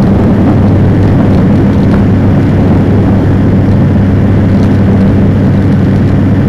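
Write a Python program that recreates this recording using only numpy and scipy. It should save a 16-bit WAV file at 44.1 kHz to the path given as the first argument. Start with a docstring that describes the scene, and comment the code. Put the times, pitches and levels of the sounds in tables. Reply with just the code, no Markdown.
"""Out on the wing of a weight-shift ultralight in cruise, with the microphone open to the airstream.
The pusher propeller hums as blade-rate partials; the faster engine drones and whines as shaft harmonics.
Blades and engine add a throbbing rush; eddies on the port are shaped noise with gusts, pops and one hoot.
A loose fitting close by ticks and crackles: impulses make noise bursts that ring its resonances.
The input flattens the loud peaks, a faint steady noise floor lies under them, and the top rolls off."""
import sys
import numpy as np
from scipy import signal
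from scipy.fft import rfft, irfft
from scipy.io import wavfile

SR = 44100
rng = np.random.default_rng(int(sys.argv[2]) if len(sys.argv) > 2 else 0)


def generate_wav(signal):
    """Clip the signal to [-1, 1] and save it as 16-bit WAV at the path in sys.argv[1]."""
    frames = np.transpose(np.atleast_2d(signal))
    scaled = np.clip(frames, -1, 1) * 32767
    pcm = np.round(scaled).astype(np.int16)
    wavfile.write(sys.argv[1], SR, pcm)


N = 285768

# weaker propeller overtones: multiple of the blade rate, level/dB
BLADE_OVERTONES = [(3, -27.5), (4, -40), (5, -39)]
# exhaust drone, then mechanical whine: multiple of the shaft rate, level/dB before flutter and sway
ENGINE_ORDERS = [(1, -16), (2, -17), (3, -35), (4, -38.5), (6, -52), (10, -51.5), (11, -42), (12, -47),
                 (13, -45), (14, -50.5), (15, -47.5), (16, -54.5), (17, -49.5), (20, -60), (21, -54.5),
                 (49, -67), (50, -63), (52, -73)]
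# how the tones carry as the airframe sways: t/s, blade tone level/dB, octave level/dB, whine lift/dB
SWAY = [(0, -11, -6, -4), (0.6, -11.5, -14, 1), (0.85, -7, -15, 3.5), (1.5, -9.5, -8, 4),
        (2.4, -8.5, -17.5, 5), (3.4, -8.5, -12.5, 1.5), (4.7, -7.5, -10, 5.5), (5.3, -9.5, -9.5, 3),
        (6.48, -10.5, -14.5, 3.5)]
# colour of the blade and engine rush: f/Hz, relative density level/dB
RUSH_COLOUR = [(500, -2.5), (1200, 0), (1850, 1.5), (2500, -13.5), (3300, -9.5), (3800, -20), (5400, -19.5),
               (7800, -38), (10000, -29.5), (10800, -37.5), (11700, -26.5), (13500, -48.5), (16000, -55.5)]
# gusts as smooth swells: t/s at the height, full length/s, deep roar lift/dB, upper roar lift/dB
GUSTS = [(0.2, .45, 1, 3.5), (0.618, .4, 0, 1.5), (1.37, .3, 3, 0), (1.68, .25, -0.5, 1.5),
         (1.968, 0.2, 4.5, -0.5), (2.42, 0.23, 1.5, -2), (2.715, 0.36, .5, 5.5), (3.095, 0.58, 0.6, 5),
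         (4.33, .25, 1.5, -1), (4.65, 0.14, 1.5, 2), (5.03, 0.79, 1.8, 1.5)]
# colour of the deep buffeting on the port: f/Hz, relative density level/dB
BUFFET_COLOUR = [(8, -20), (20, -13.5), (40, -11), (70, -3), (130, 0), (200, 2.5), (260, -3), (350, -10),
                 (550, -21), (800, -26.5), (1300, -34.5), (3000, -47), (8000, -63.5)]
# colour of the smaller eddies, the hollow upper roar: f/Hz, relative density level/dB
SMALL_EDDY_COLOUR = [(60, -31), (180, -7), (280, 5), (480, -3.5), (750, -10.5), (1200, -22.5), (3000, -42),
                     (8000, -69)]
# eddies that burst right on the port: t/s, relative level/dB
POPS = [(0.238, -14), (0.497, -18), (1.9415, -7), (4.646, -14), (5.958, -13)]
# colour of those bursts: f/Hz, relative density level/dB
POP_COLOUR = [(200, -14), (700, 10), (1500, 9), (3000, -14), (7000, -22), (12000, -33), (16000, -30)]
# ticks of the loose fitting: t/s, strike level/dB before the resonances
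TICKS = [(0.023, -10), (0.076, -19), (0.6828, -15), (1.0269, -4.5), (1.334, -17), (1.381, -15),
         (1.557, -11.5), (1.7317, -13), (1.8327, -13.5), (1.9137, -10.5), (2.4927, -15), (2.772, -13),
         (3.7142, -13), (4.5291, -15.5), (4.5989, -15), (4.63, -9), (4.7462, -9.5), (5.009, -7.5),
         (5.458, -14), (5.5754, -17), (5.6241, -17), (5.724, -12.5), (5.8272, -19), (5.96, -10),
         (6.0756, -13)]
# resonances of the fitting: f/Hz, width/Hz, level/dB
FITTING_MODES = [(1980, 770, -2), (4080, 380, 1), (5400, 1000, -9.5), (8370, 1100, -20), (9720, 700, -16),
                 (12300, 2000, -33)]
# colour of the faint steady noise floor: f/Hz, relative density level/dB
FLOOR_COLOUR = [(1000, -10.5), (4000, 3), (8000, -6.5), (12000, -8), (16000, -26)]

BLADE_HZ, SHAFT_HZ = 97.9, 137.72       # mean blade-passing and engine shaft rates
# shares of the whine's swing in dB
WHISTLE_FOLLOWS, RUSH_FOLLOWS = 0.6, 0.15
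# the airstream eases steadily, the deep and the hollow upper roar each at its own rate
ROAR_EASE_DB_PER_S, HOLLOW_EASE_DB_PER_S = 0.53, 0.9
HOOT_S, HOOT_LENGTH_S, HOOT_DB = 0.485, 0.13, -3.5      # centre, full length, level at the height
HOOT_HZ, HOOT_RISE_HZ_PER_S = 285.7, 1400               # pitch at the centre, and its climb
SHAKE_REST_DB, SHAKE_DB_PER_GUST_DB = -3.5, 3.5
SHAKE_LENGTH_S, SHAKE_NEAR_TICK_DB, SHAKE_FOLLOWS_TICK = 0.27, 6.5, 0.49   # last: dB per dB of tick
OVERLOAD, CUTOFF_HZ = 0.71, 15700       # input ceiling as amplitude, top edge of the recorder


def propeller(passes, blade_db=-0.05, octave_db=0.34, blade_flutter_db=0.5, octave_flutter_db=0.9,
              flutter_hz=4):
    """Each passing blade sends a pressure pulse: a deep hum and octave, both unsteady in the rough air."""
    blade_sway_db, octave_sway_db, _ = in_time(SWAY)
    blade_level_db = blade_sway_db + blade_db + blade_flutter_db * drift(flutter_hz)
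    octave_level_db = octave_sway_db + octave_db + octave_flutter_db * drift(flutter_hz)
    partials = [(1, blade_level_db), (2, octave_level_db)] + list(BLADE_OVERTONES)
    return sum(from_db(db) * tone(round(k) * passes, waver=0.04, waver_hz=5) for k, db in partials)


def engine(turns, flutter_db=0.85, waver=0.2, waver_per_order=0.011, whistle_db=-0.5):
    """Shaft harmonics: the exhaust drones on the lowest, moving metal whines on the high ones."""
    *_, whine_db = in_time(SWAY)
    top_whistle_db = whistle_db + WHISTLE_FOLLOWS * whine_db
    out = np.zeros(N)
    for k, db in ENGINE_ORDERS:
        if k < 10:
            carry_db = 0
        elif k < 40:
            carry_db = whine_db
        else:
            carry_db = top_whistle_db
        # short waves are shaken more on their way through the air
        partial = tone(round(k) * turns, waver + waver_per_order * k, waver_hz=13.7)
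        out += from_db(db + carry_db + flutter_db * drift(13)) * partial
    return out


def rush(turns, rush_db=-28.5, throb=0.063):
    """Broad noise of blades and engine, swelling once a shaft turn and partly carrying as the whine does."""
    *_, whine_db = in_time(SWAY)
    swell = 1 + throb * np.cos(2 * np.pi * turns)
    return from_db(rush_db + RUSH_FOLLOWS * whine_db) * swell * coloured_noise(RUSH_COLOUR)


def wind(gust_db, hollow_db, wind_db=-4.5, small_db=-16, small_depth=0.29, pop_db=-1, pop_s=0.0037):
    """Eddies break on the microphone port as a deep and a hollow roar; a few burst with a sharp pop."""
    roar = from_db(wind_db + gust_db) * coloured_noise(BUFFET_COLOUR)
    small_level_db = small_db + hollow_db + small_depth * gust_db
    small_eddies = from_db(small_level_db) * coloured_noise(SMALL_EDDY_COLOUR)
    pops = from_db(pop_db) * die_away(strikes(POPS), pop_s) * coloured_noise(POP_COLOUR)
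    return roar + small_eddies + pops + hoot()


def hoot():
    """One gust sheds vortices across the port at a rising rate, swelling and fading as it climbs."""
    from_centre_s = np.clip(seconds() - HOOT_S, -HOOT_LENGTH_S / 2, HOOT_LENGTH_S / 2)
    pitch_hz = HOOT_HZ + HOOT_RISE_HZ_PER_S * from_centre_s
    whistle = tone(np.cumsum(pitch_hz) / SR, waver=0.45, waver_hz=23)
    return from_db(HOOT_DB) * hump(HOOT_S, HOOT_LENGTH_S) * whistle


def airstream(unrest_db=0.5, unrest_hz=3):
    """Deep and upper roar lifts in dB: steady easing and gusts, with random unrest in the deep one."""
    t = seconds()
    deep_db = sum(db * hump(s, length) for s, length, db, _ in GUSTS) - ROAR_EASE_DB_PER_S * t
    hollow_db = sum(db * hump(s, length) for s, length, _, db in GUSTS) - HOLLOW_EASE_DB_PER_S * t
    return deep_db + unrest_db * drift(unrest_hz), hollow_db


def fitting(gust_db, chatter_s=0.0034, bounce_s=0.014, bounce_db=-8, faint_per_s=85, faint_db=-20):
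    """Ticks and their softer bounces chatter for milliseconds and ring; shaking adds a fine crackle."""
    crackle_hits = rng.random(N) < faint_per_s / SR
    crackle_db = faint_db + rng.uniform(-11.6, 4.72, N)
    faint = crackle_hits * shaking(gust_db) * from_db(crackle_db)
    # each bounce trails its tick by 0.5 to 1.5 times bounce_s
    bounces = [(s + bounce_s * (0.5 + rng.random()), db + bounce_db) for s, db in TICKS]
    loud = strikes(TICKS) + strikes(bounces)
    envelope = die_away(loud, chatter_s) + die_away(faint, decay_s=0.0013)
    chatter = envelope * rng.standard_normal(N)
    out = np.zeros(N)
    for k, (hz, width_hz, db) in enumerate(FITTING_MODES):
        out += (-1) ** k * from_db(db) * resonance(chatter, hz, width_hz)   # alternate polarity
    return out


def shaking(gust_db):
    """How hard the fitting is shaken, as a gain: more around strong ticks and in gusts."""
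    near_ticks = np.zeros(N)
    for s, db in TICKS:
        near_db = SHAKE_NEAR_TICK_DB + SHAKE_FOLLOWS_TICK * db
        near_ticks += from_db(near_db) ** 2 * hump(s, SHAKE_LENGTH_S)
    in_gusts = from_db(SHAKE_REST_DB + SHAKE_DB_PER_GUST_DB * gust_db) ** 2
    return np.sqrt(near_ticks + in_gusts)


def tone(turns, waver, waver_hz):
    """A partial of rms 1; turbulent air on its way shakes its phase by waver radians rms."""
    start = rng.random()
    return np.sqrt(2) * np.sin(2 * np.pi * (turns + start) + waver * drift(waver_hz))


def drift(rate_hz):
    """Smooth random wandering of spread 1: noise through a two-pole low-pass, at a 40th of the rate."""
    pole = np.exp(-2 * np.pi * rate_hz * 40 / SR)
    noise = rng.standard_normal(N // 40 + 2002)
    slow = signal.lfilter([1], [1, -2 * pole, pole * pole], noise)[2000:]   # drop the settling
    return np.interp(np.arange(N) / 40, np.arange(len(slow)), rms_one(slow))


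def coloured_noise(spectrum):
    """Noise of rms 1 with the given spectrum, joined in dB over log frequency."""
    hz, db = np.transpose(spectrum)
    bins_hz = np.maximum(np.fft.rfftfreq(N, 1 / SR), 1)
    gain = from_db(np.interp(np.log(bins_hz), np.log(hz), db))
    return rms_one(irfft(rfft(rng.standard_normal(N)) * gain, N))


def resonance(x, hz, width_hz):
    """Two-pole resonance with gain 1 on top."""
    r = np.exp(-np.pi * width_hz / SR)
    feedback = [1, -2 * r * np.cos(2 * np.pi * hz / SR), r * r]
    return signal.lfilter(np.array([1, 0, -1]) * (1 - r * r) / 2, feedback, x + 1e-18)


def strikes(rows):
    """One impulse for each row of t/s, level/dB."""
    out = np.zeros(N)
    for s, db in rows:
        out[round(s * SR)] += from_db(db)
    return out


def die_away(impulses, decay_s):
    """Each impulse becomes an exponentially fading envelope."""
    return signal.lfilter([1], [1, -np.exp(-1 / (decay_s * SR))], impulses + 1e-18)


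def hump(at_s, length_s):
    """A smooth rise and fall of height 1, centred on a moment."""
    return np.cos(np.pi * np.clip((seconds() - at_s) / length_s, -0.5, 0.5)) ** 2


def in_time(rows):
    """Each column of a curve, at every sample."""
    s, *columns = np.transpose(rows)
    return [np.interp(seconds(), s, column) for column in columns]


def seconds():
    """The time of every sample."""
    return np.arange(N) / SR


def from_db(db):
    """Decibels to gain."""
    return 10 ** (np.asarray(db) / 20)


def rms_one(x):
    """Scale to rms 1."""
    return x / np.sqrt(np.mean(x ** 2) + 1e-20)


def scene(speed_wander=0.000544):
    """Engine and propeller are geared together, so one slightly wandering speed drives both."""
    clock_s = np.cumsum(1 + speed_wander * drift(0.525)) / SR
    passes, turns = BLADE_HZ * clock_s, SHAFT_HZ * clock_s
    gust_db, hollow_db = airstream()
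    machine = propeller(passes) + engine(turns) + rush(turns)
    return (machine + wind(gust_db, hollow_db) + fitting(gust_db))[None]


def record(dry, knee=14, floor_db=-53, dull_hz=13000):
    """Overload makes flat tops with barely rounded corners; a faint noise floor lies under; the top is cut."""
    clipped = dry / (1 + np.abs(dry / OVERLOAD) ** knee) ** (1 / knee)
    noisy = clipped + from_db(floor_db) * coloured_noise(FLOOR_COLOUR)
    roll_off = signal.butter(2, dull_hz, fs=SR, output="sos")
    first = noisy[:, :1]
    dulled = signal.sosfilt(roll_off, noisy - first) + first      # the filter starts settled
    steep_cut = signal.ellip(10, 0.05, 60, CUTOFF_HZ, fs=SR, output="sos")
    return signal.sosfiltfilt(steep_cut, dulled)


dry = scene()
out = record(dry)
generate_wav(out)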